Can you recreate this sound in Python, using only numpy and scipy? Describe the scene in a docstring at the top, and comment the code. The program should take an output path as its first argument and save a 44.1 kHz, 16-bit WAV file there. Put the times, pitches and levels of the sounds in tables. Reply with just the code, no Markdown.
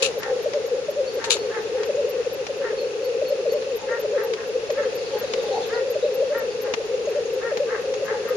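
"""Black grouse cocks display on a stubble field at the edge of a wood.
Four near cocks repeat one strophe of short, pure, mostly falling coos, out of step, over the bubbling lek.
Far off, crows caw with rough harmonics, one clear hoot sounds, and small birds pipe and twitter.
At the microphone, shaped noise makes clicks, brief scuffs and steady hiss.
The camera beside it ticks and buzzes in narrow noise bands and whines in short pips of one high tone."""
import sys
import numpy as np
from scipy import signal
from scipy.io import wavfile

SR = 44100
rng = np.random.default_rng(int(sys.argv[2]) if len(sys.argv) > 2 else 0)


def output_pcm(signal):
    """Save a mono or channel-first signal as 16-bit PCM at the path in sys.argv[1].

    Samples are clipped to [-1, 1] before scaling.
    """
    pcm = np.clip(np.atleast_2d(signal).T, -1, 1) * 32767
    wavfile.write(sys.argv[1], SR, np.round(pcm).astype(np.int16))


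N = 368676
TIME = np.arange(N) / SR   # [s]


def from_db(db):
    """Turn decibels into an amplitude gain."""
    return 10 ** (np.asarray(db) / 20)


def rms_one(x):
    """Scale a sound to unit power."""
    return x / np.sqrt(np.mean(x ** 2) + 1e-20)


def in_time(rows):
    """Read a (time, value) curve at every sample."""
    return np.interp(TIME, *np.transpose(rows))


def at_hz(points, hz):
    """Read a (frequency, value) curve on a log-frequency axis."""
    curve_hz, values = np.array(points).T
    return np.interp(np.log(hz), np.log(curve_hz), values)


def pan(lean_db):
    """Left and right gains that differ by lean_db; positive leans left."""
    return from_db(np.array([[.5], [-.5]]) * lean_db)


def band(x, low_hz, high_hz, order=2):
    """Butterworth band-pass."""
    sections = signal.butter(order, [low_hz, high_hz], "band", fs=SR, output="sos")
    return signal.sosfilt(sections, x + 1e-18)


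def drift(rate):
    """Random wander of spread about 1, drawn as straight lines between 'rate' knots a second."""
    knots = rng.standard_normal(N // 40)
    return np.interp(TIME * rate, np.arange(len(knots)), knots)


def add(out, s, sound):
    """Mix a sound in from time s, trimmed to the scene."""
    at = round(s * SR) + np.arange(len(sound))
    inside = (at >= 0) & (at < N)
    out[at[inside]] += sound[inside]


# likeness of the two sides: (frequency [Hz], left-right correlation)
SIDE_CORRELATION = [(30, 0.16), (150, 0.048), (400, 0.64), (1000, .05), (3000, -0.013), (10000, -0.19)]
# balance of the two sides: (frequency [Hz], left minus right [dB])
SIDE_BALANCE = [(100, -1.5), (1000, -0.5), (2500, 0.5), (5000, 1.5), (10000, 0.5)]


def noise(spectrum):
    """Stereo noise of unit power, in third-octave bands that follow a spectrum."""
    out, edges = 0, np.geomspace(22, 14000, 29)
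    white = rng.standard_normal((2, 2, N))
    for k, (low, high) in enumerate(zip(edges, edges[1:])):
        mid, side = band(white[k % 2], low, high, order=3)
        hz = np.sqrt(low * high)
        alike = np.clip(at_hz(SIDE_CORRELATION, hz), -1, 1)
        pair = np.sqrt(1 + alike) * mid + np.sqrt(1 - alike) * side * [[1], [-1]]
        out = out + from_db(at_hz(spectrum, hz)) * pan(at_hz(SIDE_BALANCE, hz)) * pair
    return rms_one(out)


def wood(x, t60, count=160):
    """Many faint echoes from the trunks, different for each ear, falling 60 dB in t60 seconds."""
    out = np.zeros((2, N))
    for ear in out:
        share, size = rng.random(count), rng.standard_normal(count)
        size = size * from_db(-40 * share)
        delays = (share * t60 * 2 / 3 * SR).astype(int)   # the first 40 dB of the decay
        for delay, gain in zip(delays, size / np.linalg.norm(size)):
            ear[delay:] += gain * x[:N - delay]
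    return out


def gesture(length, hz, fall_hz, arch_hz):
    """Swell and phase of one note whose pitch arches and falls."""
    u = np.linspace(-1, 1, max(int(length * SR), 2))   # start to end of the note
    swell = np.abs(np.cos(np.pi * u / 2)) ** 1.5
    pitch = hz - fall_hz * u - arch_hz * u * u
    return swell, 2 * np.pi * (np.cumsum(pitch) / SR + rng.random())


def notes(rows):
    """Pure notes: a single gliding fundamental each, with no overtones."""
    out = np.zeros(N)
    for s, length, hz, fall_hz, arch_hz, level_db in rows:
        swell, phase = gesture(length, hz, fall_hz, arch_hz)
        add(out, s - length / 2, from_db(level_db) * swell * np.sin(phase))
    return out


# one strophe, shared by all near cocks; it climbs to a high flick and a long arch, then tumbles down:
# (middle from the flick [s], length [s], pitch [Hz], fall per half note [Hz], arch [Hz],
#  relative peak [dB])
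STROPHE_NOTES = [(-1.177, 0.073, 491.0, 126.0, 0.0, -24.1), (-0.816, 0.093, 515.0, 85.0, 67.0, -23.5),
                 (-0.717, 0.037, 531.0, 124.0, 31.0, -20.8), (-0.586, 0.108, 488.0, 124.0, 22.0, -25.2),
                 (-0.495, 0.048, 459.0, 71.0, 2.0, -23.5), (-0.427, 0.091, 490.0, 108.0, 58.0, -24.3),
                 (-0.295, 0.082, 455.0, 61.0, 5.0, -25.5), (-0.144, 0.095, 523.0, 5.0, 184.0, -20.6),
                 (-0.069, 0.042, 491.0, 107.0, 0.0, -23.8), (0.0, 0.029, 575.0, 78.0, 33.0, -16.1),
                 (0.094, 0.084, 587.0, 49.0, 200.0, -18.3), (0.166, 0.089, 528.0, -53.0, 200.0, -26.8),
                 (0.257, 0.054, 496.0, 102.0, 67.0, -20.4), (0.373, 0.059, 491.0, 90.0, 95.0, -30.9),
                 (0.455, 0.032, 533.0, 150.0, 91.0, -24.5), (0.665, 0.034, 439.0, 77.0, 0.0, -25.6),
                 (0.81, 0.046, 444.0, 23.0, 95.0, -23.7), (0.888, 0.044, 433.0, 43.0, 58.0, -25.3),
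                 (1.026, 0.051, 465.0, 108.0, 0.0, -22.2), (1.104, 0.07, 452.0, 53.0, 82.0, -25.4),
                 (1.252, 0.091, 463.0, 112.0, 0.0, -25.2), (1.331, 0.032, 476.0, 100.0, 63.0, -22.3)]
# four near cocks, bird by bird, each repeating the strophe about every 3 s:
# (flick [s], relative level [dB], pitch shift [Hz], lead-in stretch [ratio], ending stretch [ratio])
STROPHE_BOUTS = [(0.468, 0.9, 3.0, 1.011, 1.004), (3.227, 1.1, 1.0, 1.004, 1.002),
                 (5.965, 0.8, 8.0, 1.001, 1.001), (8.757, 1.8, 4.0, 1.01, 0.999),
                 (1.902, 0.9, -5.0, 1.001, 0.995), (4.706, -0.0, -2.0, 0.987, 1.004),
                 (7.525, -0.9, -1.0, 0.993, 1.059), (0.894, 0.4, 0.0, 0.994, 1.036),
                 (4.056, -0.8, -1.0, 1.022, 0.999), (7.083, 0.8, 0.0, 0.995, 1.008),
                 (0.682, -9.0, -31.0, 0.991, 0.996), (3.465, -0.7, 8.0, 1.012, 1.004),
                 (6.232, 1.3, 5.0, 1.024, 0.998)]


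def near_cocks():
    """Each bout is the same strophe at its own pitch, pace and strength; the throat passes pure tones."""
    rows = []
    for flick_s, bout_db, shift_hz, lead_in, ending in STROPHE_BOUTS:
        for s, length, hz, fall_hz, arch_hz, level_db in STROPHE_NOTES:
            middle_s = flick_s + s * (lead_in if s < 0 else ending)
            rows.append((middle_s, length, hz + shift_hz, fall_hz, arch_hz, level_db + bout_db))
    return notes(rows)


def far_cock(pitch_hz, spread_hz, fall_hz, arch_hz, length, step, count=150):
    """One bird farther out bubbling on and on, each coo a little different in time, pitch and level."""
    chance = rng.standard_normal((count, 6)).T
    times = (np.arange(count) - rng.random() + .2 * chance[0]) * step
    lengths = length * from_db(1.5 * chance[1])
    pitches = pitch_hz + spread_hz * np.tanh(chance[2])
    falls = fall_hz * (1 + .5 * chance[3])
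    arches = arch_hz * (1 + .5 * chance[4])
    return rms_one(notes(zip(times, lengths, pitches, falls, arches, 1.9 * chance[5])))


# swell of the rest of the lek: (time [s], relative level [dB])
CHORUS_LEVEL = [(0, -26.6), (.22, -35), (.3, -26), (.85, -31), (1.01, -25), (1.23, -33), (2.02, -25.8),
                (2.42, -34), (2.6, -28), (3.65, -26), (3.8, -33), (4.22, -25.2), (4.4, -33), (4.75, -27),
                (5.28, -33), (5.39, -25), (6.8, -29), (8.36, -26.5)]


def chorus():
    """Two higher and two lower voices; the throat sac radiates only near its resonance."""
    high = sum(far_cock(pitch_hz=525, spread_hz=45, fall_hz=58, arch_hz=38, length=.06, step=.085)
               for _ in range(2))
    low = sum(far_cock(pitch_hz=448, spread_hz=34, fall_hz=44, arch_hz=28, length=.062, step=.078)
              for _ in range(2))
    voices = rms_one(band(low + from_db(-1) * high, 330, 635, order=4))
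    return from_db(in_time(CHORUS_LEVEL) - 7.5) * voices


# stronger moments of the lek: single coos, and brief swells where overlapping coos beat together:
# (middle [s], length [s], pitch [Hz], fall per half note [Hz], relative peak [dB])
STRONG_MOMENTS = [(0.029, 0.022, 498.0, -40.0, -15.0), (0.286, 0.084, 482.0, 65.0, -24.0),
                  (0.33, 0.04, 495.0, 71.0, -19.0), (0.37, 0.023, 506.0, -14.0, -18.0),
                  (0.448, 0.029, 467.0, -35.0, -21.3), (0.571, 0.029, 434.0, 27.0, -23.3),
                  (0.655, 0.048, 467.0, 28.0, -20.4), (0.792, 0.023, 498.0, -40.0, -18.7),
                  (1.026, 0.083, 524.0, -28.0, -20.3), (1.208, 0.046, 421.0, 34.0, -30.3),
                  (1.449, 0.09, 426.0, -20.0, -27.5), (1.512, 0.05, 543.0, 1.0, -30.2),
                  (1.657, 0.06, 447.0, 64.0, -23.7), (1.71, 0.027, 478.0, -18.0, -19.6),
                  (1.859, 0.042, 433.0, 33.0, -27.1), (1.882, 0.073, 468.0, 116.0, -20.2),
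                  (1.962, 0.095, 505.0, 108.0, -22.4), (2.049, 0.11, 481.0, 73.0, -21.2),
                  (2.113, 0.082, 488.0, 137.0, -21.3), (2.202, 0.059, 488.0, 75.0, -17.7),
                  (2.328, 0.042, 499.0, 130.0, -21.5), (2.421, 0.034, 409.0, 7.0, -28.3),
                  (2.493, 0.049, 445.0, 90.0, -27.8), (2.594, 0.079, 485.0, 118.0, -24.1),
                  (2.655, 0.023, 402.0, -31.0, -26.5), (2.719, 0.056, 456.0, 87.0, -21.5),
                  (2.836, 0.101, 475.0, 130.0, -23.8), (2.887, 0.03, 496.0, 36.0, -21.8),
                  (3.063, 0.093, 488.0, 125.0, -23.5), (3.185, 0.04, 523.0, -27.0, -22.1),
                  (3.256, 0.11, 513.0, 1.0, -22.4), (3.359, 0.022, 520.0, -40.0, -20.3),
                  (3.397, 0.036, 415.0, -16.0, -24.8), (3.437, 0.022, 509.0, -40.0, -15.8),
                  (3.482, 0.063, 473.0, 9.0, -19.0), (3.529, 0.022, 488.0, -40.0, -14.3),
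                  (3.612, 0.035, 459.0, 13.0, -19.3), (3.675, 0.034, 544.0, -40.0, -19.0),
                  (3.747, 0.066, 470.0, -40.0, -22.4), (3.838, 0.056, 529.0, -40.0, -26.1),
                  (3.875, 0.03, 506.0, -32.0, -22.8), (3.944, 0.088, 514.0, 150.0, -24.4),
                  (4.089, 0.04, 442.0, 10.0, -22.5), (4.172, 0.034, 510.0, 58.0, -17.4),
                  (4.199, 0.081, 421.0, 8.0, -22.8), (4.621, 0.088, 458.0, 71.0, -27.9),
                  (4.73, 0.029, 465.0, -20.0, -17.1), (4.873, 0.085, 495.0, 97.0, -19.0),
                  (4.93, 0.022, 531.0, -40.0, -22.3), (5.002, 0.056, 475.0, 89.0, -25.0),
                  (5.149, 0.046, 469.0, 146.0, -21.1), (5.221, 0.026, 478.0, 62.0, -18.7),
                  (5.297, 0.031, 435.0, 63.0, -26.0), (5.345, 0.022, 482.0, 59.0, -18.0),
                  (5.441, 0.03, 441.0, 22.0, -19.0), (5.589, 0.067, 466.0, 3.0, -20.6),
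                  (5.769, 0.031, 468.0, -40.0, -16.9), (5.878, 0.064, 514.0, 83.0, -20.9),
                  (6.036, 0.027, 510.0, 15.0, -14.5), (6.125, 0.038, 439.0, 20.0, -23.3),
                  (6.194, 0.068, 490.0, 110.0, -18.1), (6.21, 0.03, 525.0, -28.0, -16.3),
                  (6.451, 0.075, 500.0, 150.0, -22.7), (6.507, 0.028, 469.0, -27.0, -16.3),
                  (6.554, 0.033, 484.0, -40.0, -19.3), (6.713, 0.034, 423.0, 18.0, -23.6),
                  (6.901, 0.027, 492.0, 54.0, -22.6), (6.936, 0.09, 415.0, 32.0, -26.5),
                  (7.155, 0.022, 462.0, -32.0, -21.4), (7.194, 0.035, 481.0, 88.0, -19.0),
                  (7.384, 0.067, 436.0, 46.0, -25.0), (7.435, 0.022, 472.0, -40.0, -19.3),
                  (7.608, 0.022, 508.0, 7.0, -15.1), (7.667, 0.1, 469.0, 80.0, -22.9),
                  (7.734, 0.045, 477.0, 72.0, -16.8), (7.802, 0.045, 478.0, 0.0, -18.0),
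                  (7.855, 0.053, 518.0, 97.0, -24.2), (7.863, 0.022, 442.0, -40.0, -23.6),
                  (7.888, 0.044, 519.0, 43.0, -19.7), (7.964, 0.031, 528.0, -40.0, -21.4),
                  (8.122, 0.059, 440.0, -6.0, -23.6), (8.204, 0.064, 531.0, 18.0, -26.0),
                  (8.264, 0.038, 538.0, 44.0, -24.2), (8.31, 0.022, 473.0, -40.0, -16.6)]


def strong_moments(arch_hz=15):
    """Single coos and the brief swells of coos beating together, each drawn as one gliding pure note."""
    return notes((s, length, hz, fall_hz, arch_hz, level_db)
                 for s, length, hz, fall_hz, level_db in STRONG_MOMENTS)


def grouse(ear_lag_s=.00006):
    """The whole lek reaches the left side first and a little louder, with faint echo from the wood."""
    song = from_db(-.5) * near_cocks() + from_db(-.9) * strong_moments() + chorus()
    direct = np.array([song, np.interp(TIME - ear_lag_s, TIME, song)])
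    return direct * pan(2.6) + from_db(-15) * wood(song, t60=.4)


# colour of the background noise, air and hiss, with a deep notch near 8 kHz left by audio coding:
# (frequency [Hz], relative density [dB per Hz])
BACKGROUND_COLOUR = [(25, -13.5), (55, -5.2), (120, -0.3), (240, -0.8), (330, 2), (700, 3.2), (1000, -3),
                     (2000, -4.5), (2700, -6.5), (3200, -6.5), (4300, -6), (7000, -10), (8200, -56),
                     (10300, -15), (11800, -46)]
# its slow rise and fall: (time [s], relative level [dB])
BACKGROUND_LEVEL = [(0.0, -40.5), (0.18, -45.5), (0.42, -45), (0.93, -47), (1.26, -45), (2.58, -46.5),
                    (3.33, -46.5), (4.49, -46.5), (5.63, -43.5), (5.8, -46), (7.85, -46), (8.36, -45)]


def background():
    """Steady air and hiss: coloured stereo noise with small level changes."""
    return from_db(in_time(BACKGROUND_LEVEL) + 8.6) * noise(BACKGROUND_COLOUR)


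# buzz of the camera: (time [s], relative level [dB])
BUZZ_LEVEL = [(0, -54), (1.3, -53), (1.5, -49), (8.36, -49.5)]


def camera_buzz():
    """Close by, a faint narrow noise band flutters about 30 times a second."""
    flutter = np.sin(2 * np.pi * (30 * TIME + .4 * drift(10)))
    hum = rms_one(band(rng.standard_normal((2, N)), 2463, 2815))
    return from_db(in_time(BUZZ_LEVEL) + 4.6 * flutter) * hum * pan(5.4)


# brief scuffs close by: (start [s], length [s], relative level [dB])
SCUFF_TIMES = [(0.023, 0.037, -22.8), (1.243, 0.018, -32), (1.302, .034, -20.2)]
# colour of their grit: (frequency [Hz], relative density [dB per Hz])
GRIT_COLOUR = [(700, -15), (1400, -3.5), (2000, -21), (2600, -4), (4100, -2), (5000, -5.5), (7400, -3),
               (8500, -30), (10200, -7), (12500, -44)]
# resonances they excite, each varied a little: (frequency [Hz], width [Hz], relative level [dB])
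SCUFF_RESONANCES = [(2570, 200, 10), (2900, 200, 2), (3880, 300, 5.5), (4430, 190, 5), (6150, 400, -5),
                    (7200, 400, 7)]


def scuffs(attack=0.007, t60=0.14, grain_db=3, easing_db=3, flutter_db=1, flutter_hz=80,
           ring_spread=.025, ring_spread_db=2):
    """A short gritty slide that catches and eases off as it goes; each rings a little differently."""
    out, age = np.zeros((2, N)), np.arange(SR // 4) / SR
    grit = from_db(grain_db * drift(600)) * noise(GRIT_COLOUR)
    for s, length, level_db in SCUFF_TIMES:
        fade_db = easing_db * age / length + 60 * np.maximum(age - length, 0) / t60
        flutter = flutter_db * np.cos(2 * np.pi * flutter_hz * (age - attack))
        force = np.minimum(age / attack, 1) * from_db(level_db - fade_db + flutter)
        rub = force * np.roll(grit, -round(s * SR), axis=1)[:, :len(age)]
        sound = rub
        for hz, width_hz, ring_db in SCUFF_RESONANCES:
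            hz = hz * (1 + ring_spread * rng.uniform(-1, 1))
            gain = from_db(ring_db + ring_spread_db * rng.uniform(-1, 1))
            sound = sound + gain * band(rub, hz - width_hz / 2, hz + width_hz / 2, order=1)
        for ear, heard in zip(out, sound):
            add(ear, s - attack / 2, heard)
    return from_db(-2.3) * band(out, 700, 11500) * pan(5.7)


# distant caws:
# (middle [s], pitch [Hz], fall per half note [Hz], rasp [share of pitch], relative level [dB])
CAW_CALLS = [(.25, 462, -15, .045, -40.5), (1.245, 461, 0, .04, -39.5), (1.553, 436, 25, .035, -38.5),
             (1.8, 449, 10, .06, -46), (2.2, 401, 10, .07, -51.5), (2.665, 462, -8, .035, -38.5),
             (3.93, 468, -18, .03, -37), (4.195, 434, 20, .04, -39.5), (4.41, 440, 10, .06, -46),
             (4.805, 442, 0, .025, -38.3), (5.2, 425, 10, .08, -46), (5.753, 481, -30, .018, -38),
             (6.37, 464, -25, .022, -37.5), (6.68, 419, 10, .07, -47), (7.15, 444, 10, .07, -49.5),
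             (7.46, 466, -20, .026, -37.3), (7.733, 431, 25, .04, -36.5), (8.107, 436, 12, .045, -36),
             (8.285, 445, 10, .08, -46)]
# nasal resonance of the crow's throat: (frequency [Hz], gain [dB])
THROAT_GAIN = [(400, -20), (900, -8), (1150, -4.5), (1380, -3), (1520, -4), (1700, 3), (1860, 1.5),
               (2020, -4), (2350, -7), (3000, -16)]


def crows(length=.16, arch_hz=125, taper=.85, doubling=12):
    """Far, hoarse calls arch into a nasal resonance and out; raspier ones gain half harmonics."""
    out, jitter = np.zeros(N), drift(350)
    for s, hz, fall_hz, rasp, level_db in CAW_CALLS:
        _, phase = gesture(length, hz, fall_hz, arch_hz)
        pitch = np.maximum(np.gradient(phase) * SR / (2 * np.pi), 1)
        wander = np.roll(jitter, -round(s * SR))[:len(phase)]
        phase = phase + 2 * np.pi * np.cumsum(wander) * rasp * hz / SR
        voice = 0
        for k in range(2, 13):   # in half harmonics; the odd ones make every other beat weaker
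            strength = doubling * rasp if k % 2 else 1
            throat = from_db(at_hz(THROAT_GAIN, k / 2 * pitch))
            voice = voice + strength * throat * np.sin(k / 2 * phase)
        swell = signal.windows.tukey(len(phase), taper)
        add(out, s - length / 2, from_db(level_db) * swell * rms_one(voice))
    # the uneven beat of the syrinx fills in between the harmonics
    out = band(out * (1 + 0.55 * drift(300)), 500, 1970, order=5)
    return (from_db(3.8) * out + from_db(1) * wood(out, t60=.09) + wood(out, t60=.45)) * pan(1.8)


# strength of the lens motor's pips: (time [s], relative peak [dB])
PIP_LEVEL = [(.2, -43), (.45, -51), (1.15, -48), (1.5, -66), (2.1, -42), (2.34, -44), (2.6, -64),
             (3.05, -48), (3.77, -41.5), (4.24, -41.5), (4.48, -57), (5.2, -40), (5.44, -58), (5.9, -42),
             (6.63, -41.5), (6.87, -62), (7.34, -51), (7.7, -64), (8.3, -44)]


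def camera_whine(whine_hz=12552, first_s=.195, step_s=.2382, pip_s=0.031):
    """The lens motor close by whines in short, steady pips of one high tone."""
    pips = np.zeros(N)
    for s in np.arange(first_s, N / SR, step_s):
        add(pips, s - pip_s / 2, signal.windows.tukey(int(pip_s * SR), .7))
    return from_db(in_time(PIP_LEVEL) + 1) * pips * np.sin(2 * np.pi * whine_hz * TIME) * pan(9.1)


# sharp clicks close by: (time [s], relative peak [dB])
CLICK_TIMES = [(.232, -29), (0.535, -30), (1.241, -24), (1.367, -30), (1.833, -30), (2.467, -28.5),
               (3.532, -35), (3.623, -35), (4.336, -27.5), (4.703, -29.5), (5.336, -23.5), (6.738, -21),
               (7.572, -26.5), (7.939, -29.5)]
# their colour: (frequency [Hz], relative density [dB per Hz])
CRACK_COLOUR = [(200, -7), (700, 6), (1600, -1.5), (2200, 5), (3000, -1), (6500, -2), (8000, -38),
                (12000, -18)]


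def clicks(t60=0.044):
    """Each click near the microphone is a sharp crack of noise that falls 60 dB in t60 seconds."""
    force, age = np.zeros(N), np.arange(SR // 10) / SR
    for s, level_db in CLICK_TIMES:
        add(force, s, from_db(level_db - 60 * age / t60))
    return band(force * noise(CRACK_COLOUR), 100, 7000, order=3) * pan(3) * from_db(3.5)


# faint tones near 850 Hz, mostly the second harmonic of the far caws, and one clear hoot at 5.55 s: # (middle
# [s], pitch [Hz], relative peak [dB])
FAINT_TONES = [(.295, 800, -30), (1.275, 920, -34), (1.57, 870, -35), (1.77, 830, -38.5),
               (3.82, 866, -36.5), (4.25, 861, -34.5), (5.15, 850, -35.5), (5.47, 830, -37),
               (5.55, 788, -22), (5.58, 875, -33), (5.765, 750, -36), (6.68, 830, -39), (8.15, 848, -36),
               (8.3, 1250, -39)]


def caw_tones_and_hoot(length=.11, fall_hz=25, arch_hz=30):
    """Faint quavering tones, mostly the caws' second harmonic, and one clear hoot, with echoes."""
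    tones = notes((s, length, hz, fall_hz, arch_hz, level_db) for s, hz, level_db in FAINT_TONES)
    tones = tones * (.8 + .7 * drift(230))
    return (tones + from_db(-4) * wood(tones, t60=.3)) * pan(1.5)


# spells of lens ticking: (start [s], end [s])
TICKING_SPELLS = [(0.549, 1.2), (1.851, 2.3), (3.51, 4.15), (4.72, 6), (6.85, 7.4), (7.95, 9.4)]


def camera_ticks(rate=10, tick_t60=.06):
    """While it focuses, the lens ticks ten times a second: decaying bursts in a very narrow noise band."""
    steps = 0
    for start, end in TICKING_SPELLS:
        age = (TIME - start) % (1 / rate)
        steps = steps + (TIME > start) * (TIME < end) * from_db(-60 * age / tick_t60)
    return band(from_db(-20.5) * steps * rng.standard_normal((2, N)), 6600, 6670) * pan(5.4)


# a small bird pipes, and once chips sharply:
# (middle [s], length [s], pitch [Hz], fall per half note [Hz], arch [Hz], relative peak [dB])
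PIPED_NOTES = [(1.087, .075, 4500, -250, 280, -36.5), (1.405, .075, 4400, 0, 100, -37.5),
               (2.797, .075, 4340, 130, 40, -35), (3.055, .06, 4480, 0, 300, -35.5),
               (3.285, .075, 4330, 60, 80, -35.3), (3.319, .03, 5100, 800, 500, -39),
               (3.505, .06, 4450, -60, 200, -39), (3.56, .04, 4480, 0, 200, -42),
               (3.62, .03, 4100, 60, 100, -43), (3.7, .04, 4430, -60, 150, -44)]


def piping_bird():
    """A far small bird's high pure notes quaver in level and echo off the wood."""
    piping = notes(PIPED_NOTES) * (1 + .5 * drift(450))
    return (from_db(-2) * piping + from_db(-4.5) * wood(piping, t60=.35)) * pan(1.5)


# a far songbird's twitter: (time [s], relative level [dB])
TWITTER_LEVEL = [(4.6, -58), (5, -48.5), (5.3, -49), (5.65, -44), (5.85, -54), (6.2, -53), (6.7, -66)]
# the few single notes that end its slides:
# (middle [s], pitch [Hz], fall per half note [Hz], relative peak [dB])
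ENDING_NOTES = [(5.635, 4100, 500, -42), (5.745, 4600, 1500, -40), (6.035, 3900, -200, -40.5),
                (6.52, 4700, 200, -42)]


def songbird(note_s=.06, first_hz=4800, last_hz=3500, slide_fall_hz=700, ending_arch_hz=400):
    """Far off, downward slides step lower and end in single notes, over a quick, faint twitter."""
    twitter_times = np.arange(TWITTER_LEVEL[0][0], TWITTER_LEVEL[-1][0], 1 / 90)
    twitter = rms_one(notes((s, .024, rng.uniform(3100, 4900), rng.normal(300, 400), 150, rng.normal(0, 2))
                            for s in twitter_times))
    times = np.arange(4.99, 5.5, .082)
    pitches = np.geomspace(first_hz, last_hz, len(times))
    slides = notes((s, note_s, hz, slide_fall_hz, 0, -43.5) for s, hz in zip(times, pitches))
    ending = notes((s, note_s, hz, fall_hz, ending_arch_hz, level_db)
                   for s, hz, fall_hz, level_db in ENDING_NOTES)
    song = (slides + ending) * (.85 + .95 * drift(600))   # quavering level
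    song = song + from_db(in_time(TWITTER_LEVEL) - 6.5) * twitter
    return (from_db(-2) * song + from_db(-1.5) * wood(song, t60=.3)) * pan(1.5)


def scene():
    """The lek on the field, far birds, small sounds at the microphone, and the steady background."""
    birds = grouse() + crows() + caw_tones_and_hoot() + piping_bird() + songbird()
    camera = camera_buzz() + camera_whine() + camera_ticks()
    return birds + scuffs() + clicks() + camera + background()


def record(dry):
    """A steep elliptic low-pass cuts the top above 13.35 kHz."""
    return signal.sosfilt(signal.ellip(10, .1, 80, 13350, fs=SR, output="sos"), dry)


dry = scene()
out = record(dry)
output_pcm(out)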